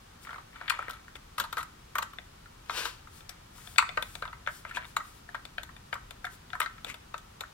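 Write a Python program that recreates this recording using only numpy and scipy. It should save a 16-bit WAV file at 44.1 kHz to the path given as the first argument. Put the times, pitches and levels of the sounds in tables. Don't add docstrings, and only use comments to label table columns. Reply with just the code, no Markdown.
import sys
import numpy as np
from scipy import signal
from scipy.fft import rfft, irfft, next_fast_len
from scipy.io import wavfile

SR = 44100
rng = np.random.default_rng(int(sys.argv[2]) if len(sys.argv) > 2 else 0)


def int16_out(signal):
    q = np.round(np.clip(np.atleast_2d(signal).T, -1, 1) * 32767)
    wavfile.write(sys.argv[1], SR, q.astype(np.int16))


N = 332073
T = np.arange(N) / SR


def amp(db):
    return 10 ** (np.asarray(db) / 20)


def unit(x):
    return x / np.sqrt(np.mean(x ** 2) + 1e-20)


def swell(t, middle, half):
    return np.exp(-((t - middle) / half) ** 2)


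def read(points, hz):
    point_hz, value = np.transpose(points)
    return np.interp(np.log(hz + 1), np.log(point_hz + 1), value)


def level_curve(points):
    s, db = np.transpose(points)
    return amp(np.interp(T, s, db, -120, -120))


def colour(x, points):
    hz = np.fft.rfftfreq(x.shape[-1], 1 / SR)
    return irfft(rfft(x) * amp(read(points, hz)), x.shape[-1])


def noise(points):
    white = rng.standard_normal(next_fast_len(N))
    return unit(colour(white, points)[:N])


def band(x, lo, hi, order=3):
    return signal.sosfilt(signal.butter(order, [lo, hi], "band", fs=SR, output="sos"), x)


def grains(per_s, spread_db):
    size = amp(spread_db * np.minimum(rng.exponential(1, N), 4)) * rng.standard_normal(N)
    happens = rng.random(N) < per_s / SR
    return unit(size * happens)


# pitch_hz, width_hz, level_db
RINGING_MODES = [(513, 102, -27), (702, 74, -14.5), (998, 57, -14.5), (1311, 192, -5.5), (1530, 55, -8.5),
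                 (1885, 132, -7.5), (2140, 120, -10.5), (2350, 105, -13), (2397, 340, -13.5),
                 (2600, 78, -20), (2930, 450, -13), (3480, 460, -16.5), (3810, 990, -16.5),
                 (4460, 250, -26), (5000, 800, -20.5), (5870, 50, -19), (6730, 390, -17), (7770, 110, -18),
                 (8120, 1700, -22.5), (9530, 230, -33), (12400, 1400, -35)]


def body(plastic_hz, favours, plastic_db=4, top_db=0):
    t = T[:2600]
    hz, width, db = np.transpose(RINGING_MODES)[:, :, None]
    db = db + plastic_db * swell(hz, plastic_hz, 100)
    db = db + sum(lift_db * swell(hz, shaft_hz, 225) for shaft_hz, lift_db in favours)
    db = db + top_db * (hz > 10000)
    db = db + 1.5 * rng.standard_normal(hz.shape)
    hz = hz * (1 + .012 * rng.standard_normal(hz.shape))
    sign = np.where(hz > 1700, rng.choice([-1, 1], hz.shape), 1)
    modes = sign * amp(db) * width * np.exp(-np.pi * width * t) * np.sin(2 * np.pi * hz * t)
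    return modes.sum(0) * 2 * np.pi / SR


# low_hz, high_hz
RANGES_HZ = [(520, 860), (930, 1780), (2020, 4500), (4950, 15200)]
RANGE_FILTERS = [signal.butter(order, edges, "band", fs=SR, output="sos")
                 for order, edges in zip((2, 4, 4, 4), RANGES_HZ)]


def contact(s, levels_db, slip_s, modes, slip_share, creep_s, scatter_db,
            snap_share=0.57, bare_db=-25, scatter_s=0.015):
    t = T[:2600] - T[132]
    grit = rng.standard_normal((3, len(t)))
    slip = grit[0] * np.exp(-abs(t) / np.where(t < 0, creep_s, max(2.5 * slip_s, .0003)))
    scatter = grit[1:] * np.exp(-abs(t) / scatter_s) * (t > 0)
    force = slip_share * slip / np.linalg.norm(slip)
    force = force + amp(scatter_db) * scatter / np.linalg.norm(scatter[0])
    snap = snap_share * (t == 0)
    ring = signal.fftconvolve(force + snap, modes[None], axes=1)[:, :len(t)]
    ring = ring + amp(bare_db) * (force + 0.2 * snap)
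    sound = 0
    for db, sos in zip(levels_db, RANGE_FILTERS):
        part = signal.sosfilt(sos, ring)
        strength = np.sqrt(np.sum(part[0, t < .012] ** 2) / (.01 * SR))
        sound = sound + amp(db) * part / strength
    return s + t[0], sound


def played(contacts, right_db=0):
    out = np.zeros((2, N))
    for s, sound in contacts:
        start = max(round(s * SR), 0)
        part = out[:, start:start + sound.shape[1]]
        part += sound[:, :part.shape[1]]
    return out * amp([[0], [right_db]])


# pitch_hz, level_db
FLOOR_COLOUR = [(12, -19), (20, 7), (48, 2), (146, -4), (347, -13.5), (388, -11.5), (422, -14.5),
                (802, -11.5), (949, -12), (1330, -13), (2080, -20.5), (3070, -19), (5680, -23.5),
                (6180, -24), (16000, -33.5)]
# pitch_hz, likeness (-1 to 1)
FLOOR_LIKENESS = [(60, 1), (130, 1), (290, 0.85), (640, -0.84), (1400, 0.34), (3000, -0.027)]
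# start_s, level_db
RUMBLE_SWELLS = [(0, -1), (1.2, 0), (2.8, 0), (3.6, 0), (4.2, 2), (5.1, -0.5), (5.8, 1), (6.5, 0.5),
                 (7.53, -0.5)]


def floor(level_db=-53, left_db=1.2):
    a, b = rfft(np.array([noise(FLOOR_COLOUR), noise(FLOOR_COLOUR)]))
    same = np.clip(read(FLOOR_LIKENESS, np.fft.rfftfreq(N, 1 / SR)), -1, 1)
    left = a * amp(left_db)
    right = same * a + np.sqrt(1 - same ** 2) * b
    bed = amp(level_db) * irfft(np.array([left, right]), N)
    low = colour(bed, [(170, 6), (400, -35), (900, -52)])
    return bed + low * (amp(np.interp(T, *np.transpose(RUMBLE_SWELLS))) - 1)


# start_s, level_db
WIRE_DRAGS = [
    [(0.25, -49), (0.42, -67)],
    [(0.53, -54), (0.608, -50.5), (0.73, -41), (0.798, -41.5), (0.934, -51), (1.0, -60)],
    [(3.29, -51), (3.42, -71)],
    [(3.55, -65), (3.652, -60), (3.75, -84)],
    [(4.66, -53), (4.784, -46), (4.86, -44.5)],
]


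def wires(gain_db=-2, resting_db=-67, soft_hz=3200):
    slips = grains(per_s=1300, spread_db=1.5)
    drag = signal.oaconvolve(slips, body(1850, [(2350, 4)], plastic_db=5))[:N]
    drag = unit(band(drag, 580, soft_hz))
    level = amp(gain_db) * sum(level_curve(rows) for rows in WIRE_DRAGS)
    return (level + amp(resting_db)) * drag


# pitch_hz, level_db
SKIN_TONE = [(1000, -7), (3500, 0), (6000, -0.5), (9000, 1), (12500, -5), (16000, -4)]
# middle_s, half_length_s, level_db
FINGER_STROKES = [(0.24, 0.023, -52), (3.169, 0.051, -54), (3.575, 0.033, -58.5), (3.685, 0.11, -52),
                  (4.11, 0.11, -54), (4.556, 0.057, -50.5), (4.887, 0.047, -57), (5.073, 0.058, -56),
                  (5.173, 0.037, -60), (6.335, 0.028, -53)]


def fingertips(gain_db=2):
    level = sum(amp(db + gain_db) * swell(T, s, half_s) for s, half_s, db in FINGER_STROKES)
    return noise(SKIN_TONE) * level


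# thud_db, plastic_ring_db, shaft_ring_db, tick_db
RATTLE_LEVELS = (-11.5, -1, -10, -20.5)
# pitch_hz, lift_db
TAP_LIFTS = [(2050, 11)]


def rattle(start_s=.274, gap_s=.0177, level_db=-41, spread_db=2, count=7, slip_s=0.0017,
           plastic_hz=1290, grind_db=-8, jitter_s=0.0019):
    chain = []
    for k, (late, hard) in enumerate(rng.standard_normal((count, 2))):
        s = start_s + k * gap_s + jitter_s * late
        levels_db = np.add(RATTLE_LEVELS, level_db + spread_db * hard)
        modes = body(plastic_hz, TAP_LIFTS, plastic_db=12, top_db=grind_db)
        chain.append(contact(s, levels_db, slip_s, modes, slip_share=0.42, creep_s=0.0013, scatter_db=-3.5))
    return played(chain)


# thud_db, plastic_ring_db, shaft_ring_db, tick_db
TAP_LEVELS = (-21, 0.5, 1, -21)
# start_s, level_db, shaft_ring_db (added to the shaft ring's level)
PLASTIC_TAPS = [(0.559, -45.5, -7), (0.68, -38, 5.5), (0.721, -35.5, -7), (0.8255, -37.5, -20),
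                (1.0807, -48.5, -11), (2.457, -51, -12), (3.0725, -48.5, -13), (3.825, -27, -20),
                (4.253, -37.5, -8.5), (4.329, -40.5, -9), (4.487, -37.5, -11), (4.711, -38.5, -15),
                (5.0038, -37, -19), (5.351, -35.5, -11.5), (5.6912, -46, -19), (5.954, -38.5, -27),
                (6.267, -36, -15), (6.5527, -34, -21), (6.616, -29, -0.5), (6.6603, -31.5, -7.5),
                (6.781, -51, -2), (7.436, -40, -23)]


def taps(slip_s=0.0018, plastic_hz=1300, grind_db=-2, right_db=0.2):
    hits = []
    for s, db, ring_db in PLASTIC_TAPS:
        levels_db = db + np.add(TAP_LEVELS, [0, 0, ring_db, 0])
        modes = body(plastic_hz, TAP_LIFTS, top_db=grind_db)
        hits.append(contact(s, levels_db, slip_s, modes, slip_share=0.81, creep_s=0.00082, scatter_db=-6.5))
    return played(hits, right_db)


# thud_db, plastic_ring_db, shaft_ring_db, tick_db
KNOCK_LEVELS = (-7.5, 0.5, 0, -23.5)
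# pitch_hz, lift_db
KNOCK_LIFTS = [(2400, 6.7), (3550, 1)]
# start_s, level_db, shaft_ring_db (added to the shaft ring's level), plastic_hz (favoured mode)
LID_KNOCKS = [(0.613, -38, -13, 1200), (0.791, -29.5, -16, 1300), (0.8824, -35, -13, 1210),
              (2.697, -29.5, -5, 1530), (3.9741, -24.5, -6.5, 1530), (4.2237, -31.5, -9.5, 1530),
              (4.278, -42.5, -3.5, 1280), (4.4739, -27, -9, 1430), (4.6505, -37, -7.5, 1530),
              (4.7705, -29, -7.5, 1010), (5.2898, -42, -19, 1530), (5.346, -33.5, -9, 1530),
              (5.582, -33, -1, 1430), (5.9289, -29.5, -4, 1500), (6.2449, -32, -15, 1530),
              (6.5323, -32, -10, 1530), (7.1421, -32, -9, 1530)]


def knocks(slip_s=0.00083, plastic_db=5, right_db=-.5):
    hits = []
    for s, db, ring_db, plastic_hz in LID_KNOCKS:
        levels_db = db + np.add(KNOCK_LEVELS, [0, 0, ring_db, 0])
        modes = body(plastic_hz, KNOCK_LIFTS, plastic_db)
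        hits.append(contact(s, levels_db, slip_s, modes, slip_share=0.94, creep_s=0.0013, scatter_db=-6.0))
    return played(hits, right_db)


# middle_s, half_length_s, level_db, pitch_hz
SQUEAKS_AND_SCRAPES = [(0.685, .01, -56, 2350), (0.748, 0.027, -56, 2500), (1.161, 0.008, -47.5, 2050),
                       (1.415, 0.016, -43, 2930), (1.607, 0.011, -46.5, 3900), (4.696, 0.025, -54, 2500),
                       (4.765, 0.017, -39, 2400), (6.87, 0.0058, -48, 600), (6.899, 0.023, -42, 2260)]


def squeaks_and_scrapes(width_hz=300, grit_db=1):
    out = np.zeros(N)
    slips = grains(per_s=9000, spread_db=3)
    scrape = unit(colour(slips, [(500, -7.0), (1500, 0), (2600, 5), (3700, -2),
                                 (5200, -9), (7000, -4.0), (15000, -19)]))
    for s, half_s, db, hz in SQUEAKS_AND_SCRAPES:
        tone = unit(signal.lfilter(*signal.iirpeak(hz, hz / width_hz, SR), slips))
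        out += amp(db) * swell(T, s, half_s) * (tone + amp(grit_db) * scrape)
    return out


# thud_db, plastic_ring_db, shaft_ring_db, tick_db
CRACK_LEVELS = (-23, -9, 1.5, -7)
SLAP_LEVELS = (-28, 1.5, -28, -38)
# pitch_hz, lift_db
CRACK_LIFTS = [(2490, 14.6), (3550, 10), (4400, 16)]
# start_s, crack_db, slap_db, crack_slip_s
BLADE_SNAPS = [(0.6986, -23.5, -26, .0019), (3.7835, -14.5, -19, 0.0011)]


def snaps(slap_after_s=.0066, slap_slip_s=0.00037, plastic_hz=1300, plastic_db=8, grind_db=-9, right_db=-1):
    hits = []
    for s, crack_db, slap_db, slip_s in BLADE_SNAPS:
        crack_modes = body(plastic_hz, CRACK_LIFTS, plastic_db, grind_db)
        hits.append(contact(s, np.add(CRACK_LEVELS, crack_db), slip_s, crack_modes,
                            slip_share=0.71, creep_s=0.0019, scatter_db=-8.5, bare_db=-31))
        slap_modes = body(plastic_hz, CRACK_LIFTS, plastic_db)
        hits.append(contact(s + slap_after_s, np.add(SLAP_LEVELS, slap_db), slap_slip_s, slap_modes,
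                            slip_share=.5, creep_s=0.00094, scatter_db=-12))
    return played(hits, right_db)


# thud_db, plastic_ring_db, shaft_ring_db, tick_db
SKID_LEVELS = (-13.5, 0, -5.5, -6.5)
# start_s, level_db, brightness_db, slip_s, shaft_hz (favoured mode)
TIP_SKIDS = [(0.896, -37, -3.5, 0.0032, 4100), (0.933, -46, -2, 0.0059, 3900),
             (1.382, -30, -1, .0024, 2930), (1.3995, -27, 3.5, .0025, 3650),
             (1.439, -35.5, -3.5, .004, 3840), (1.5277, -32.5, -1, 0.0022, 3850),
             (1.5698, -28.5, -11, .003, 4060), (1.58, -31, -4.5, 0.007, 4060),
             (1.609, -42, -10, 0.0015, 3900), (1.6299, -42.5, 4, 0.0014, 4150),
             (1.955, -26.5, -6.5, 0.0029, 2070), (1.984, -26, -0.5, .0018, 4070),
             (2.024, -31.5, -6.5, .0012, 3800), (2.028, -37.5, 5, 0.00097, 2930),
             (2.134, -46, -5, 0.0017, 4000), (2.707, -36, -5, .0016, 3450),
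             (2.854, -31.5, -2.5, 0.0021, 3880), (3.58, -50.5, -4, 0.0032, 3150),
             (4.9665, -23, -5, 0.0026, 3870), (6.603, -23.5, -1.5, 0.0011, 2940),
             (6.626, -32.5, -6, 0.0062, 4000)]


def skids(plastic_hz=1250, plastic_db=5, shaft_db=10, shaft_follows=0.53,
          seated_s=2.4, hunting_grind_db=15.5, seated_grind_db=-10):
    hits = []
    for s, db, bright_db, slip_s, shaft_hz in TIP_SKIDS:
        levels_db = db + np.add(SKID_LEVELS, [0, 0, shaft_follows * bright_db, bright_db])
        grind_db = hunting_grind_db if s < seated_s else seated_grind_db
        modes = body(plastic_hz, [(shaft_hz, shaft_db)], plastic_db, grind_db)
        hits.append(contact(s, levels_db, slip_s, modes, slip_share=0.93, creep_s=0.0015, scatter_db=-9,
                            snap_share=0.42, bare_db=-23.5))
    return played(hits)


# thud_db, plastic_ring_db, shaft_ring_db, tick_db
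TINK_LEVELS = (-9, -7, -3.5, -7)
# pitch_hz, lift_db
TINK_LIFTS = [(2450, 6.5), (3550, 7.2)]
# start_s, level_db, brightness_db (added to the tick)
SHAFT_TINKS = [(0.909, -46, 9), (1.155, -43, -20), (2.1859, -37, -21), (3.207, -49.5, -13),
               (3.2936, -42.5, 10.5), (3.6735, -43, -13), (3.76, -41, -19), (3.891, -33.5, -15),
               (4.0249, -30, -3), (4.1533, -37, -1), (4.464, -41.5, -27), (4.8525, -46, -9),
               (5.4526, -41, -2.5), (5.633, -41, 2), (5.7649, -47.5, -8), (5.941, -48, 9), (6.1084, -41, 0),
               (6.252, -36.5, -4.5), (6.503, -45.5, -16), (6.8465, -35.5, -1), (6.9427, -41.5, -2),
               (7.1802, -47.5, 5.5), (7.408, -35, 1.5)]


def tinks(slip_s=0.001, plastic_hz=1370, grind_db=-2, ping_hz=3550, ping_decay_s=.0034, ping_db=6.5):
    t = T[:2600]
    ping = np.exp(-t / ping_decay_s) * np.sin(2 * np.pi * ping_hz * t)
    ping = np.tile(ping, (2, 1))
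    hits = []
    for s, db, bright_db in SHAFT_TINKS:
        levels_db = db + np.add(TINK_LEVELS, [0, 0, 0, bright_db])
        modes = body(plastic_hz, TINK_LIFTS, top_db=grind_db)
        hits.append(contact(s, levels_db, slip_s, modes, slip_share=0.61, creep_s=0.0009, scatter_db=-11))
        hits.append((s, amp(db + ping_db) * ping))
    return played(hits)


# start_s, level_db (of its 4.5-12 kHz range)
PALM_SLIDE = [(2.66, -55), (2.666, -76), (2.698, -56.5), (2.782, -38.5), (2.846, -45), (2.854, -41),
              (2.972, -68), (3.0, -64)]
# pitch_hz, level_db
PALM_COLOUR = [(150, -59), (250, -29), (335, -19.5), (474, -6.5), (729, -10), (978, -4.5), (1330, -9.5),
               (1530, -1.5), (2020, -7.5), (2440, -2.5), (4030, -5.5), (15500, -23.5)]


def grip(gain_db=3):
    rub = noise(PALM_COLOUR)
    rub = rub / np.std(band(rub, 4500, 12000))
    return level_curve(PALM_SLIDE) * amp(gain_db) * rub


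# pitch_hz, level_db
RIGHT_TONE = [(300, 7.5), (650, -11), (1200, 0.5), (1700, -4.5), (2600, -9), (4500, -8), (9000, -13),
              (15000, -13)]
# pitch_hz, phase_radians
RIGHT_PHASE = [(200, -1), (550, 1.5), (700, 3.5), (850, 5), (1000, 6.5), (1600, 6.5), (2300, 7.5),
               (3100, 6), (4000, 6.5), (5500, 5), (7500, 7.5)]


def ports(x, left_wall_s=.0053, right_wall_s=0.007, wall_db=-10, left_db=-0.2):
    echo = amp(wall_db) * colour(x, [(500, -32.0), (1500, -13), (4000, -5.5), (15000, 4.0)])
    left = x[0] + np.interp(T - left_wall_s, T, echo[0])
    right = x[1] + np.interp(T - right_wall_s, T, echo[1])
    right = np.roll(colour(right, RIGHT_TONE), 3)
    turn = np.exp(-1j * read(RIGHT_PHASE, np.fft.rfftfreq(N, 1 / SR)))
    right = irfft(rfft(right) * turn, N)
    return amp(left_db) * np.array([left, right])


# pitch_hz, decay_s
ROOM_DECAY = [(400, 0.051), (1200, 0.34), (3000, 0.57), (7000, 0.5), (15000, 0.2)]


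def room(x, wet_db=-11, build_s=0.0011):
    hz, t, z = signal.stft(rng.standard_normal((2, SR // 2)), SR, nperseg=256)
    fade_db = -60 * t / read(ROOM_DECAY, hz)[:, None]
    start_db = read([(400, 16), (1200, 6), (3000, -4), (7000, -2.5), (15000, -14)], hz)[:, None]
    tail = signal.istft(z * amp(fade_db + start_db), SR, nperseg=256)[1]
    tail = tail * (1 - np.exp(-(T[:tail.shape[1]] / build_s) ** 2))
    strength = np.sqrt(np.mean(abs(rfft(tail, SR)[:, 800:2000]) ** 2))
    return amp(wet_db) * signal.fftconvolve(x[None], tail / strength, axes=1)[:, :N]


def scene():
    handling = wires() + fingertips() + grip()
    work = handling + rattle() + taps() + knocks() + squeaks_and_scrapes() + snaps() + skids() + tinks()
    return ports(work) + room(work[0]) + floor()


def record(dry, low_cut_hz=32, high_cut_hz=15900):
    cut = signal.sosfilt(signal.butter(3, low_cut_hz, "high", fs=SR, output="sos"), dry)
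    limit = signal.firwin(511, high_cut_hz, window=("kaiser", 9), fs=SR)
    return signal.oaconvolve(cut, limit[None], "same")


dry = scene()
out = record(dry)
int16_out(out)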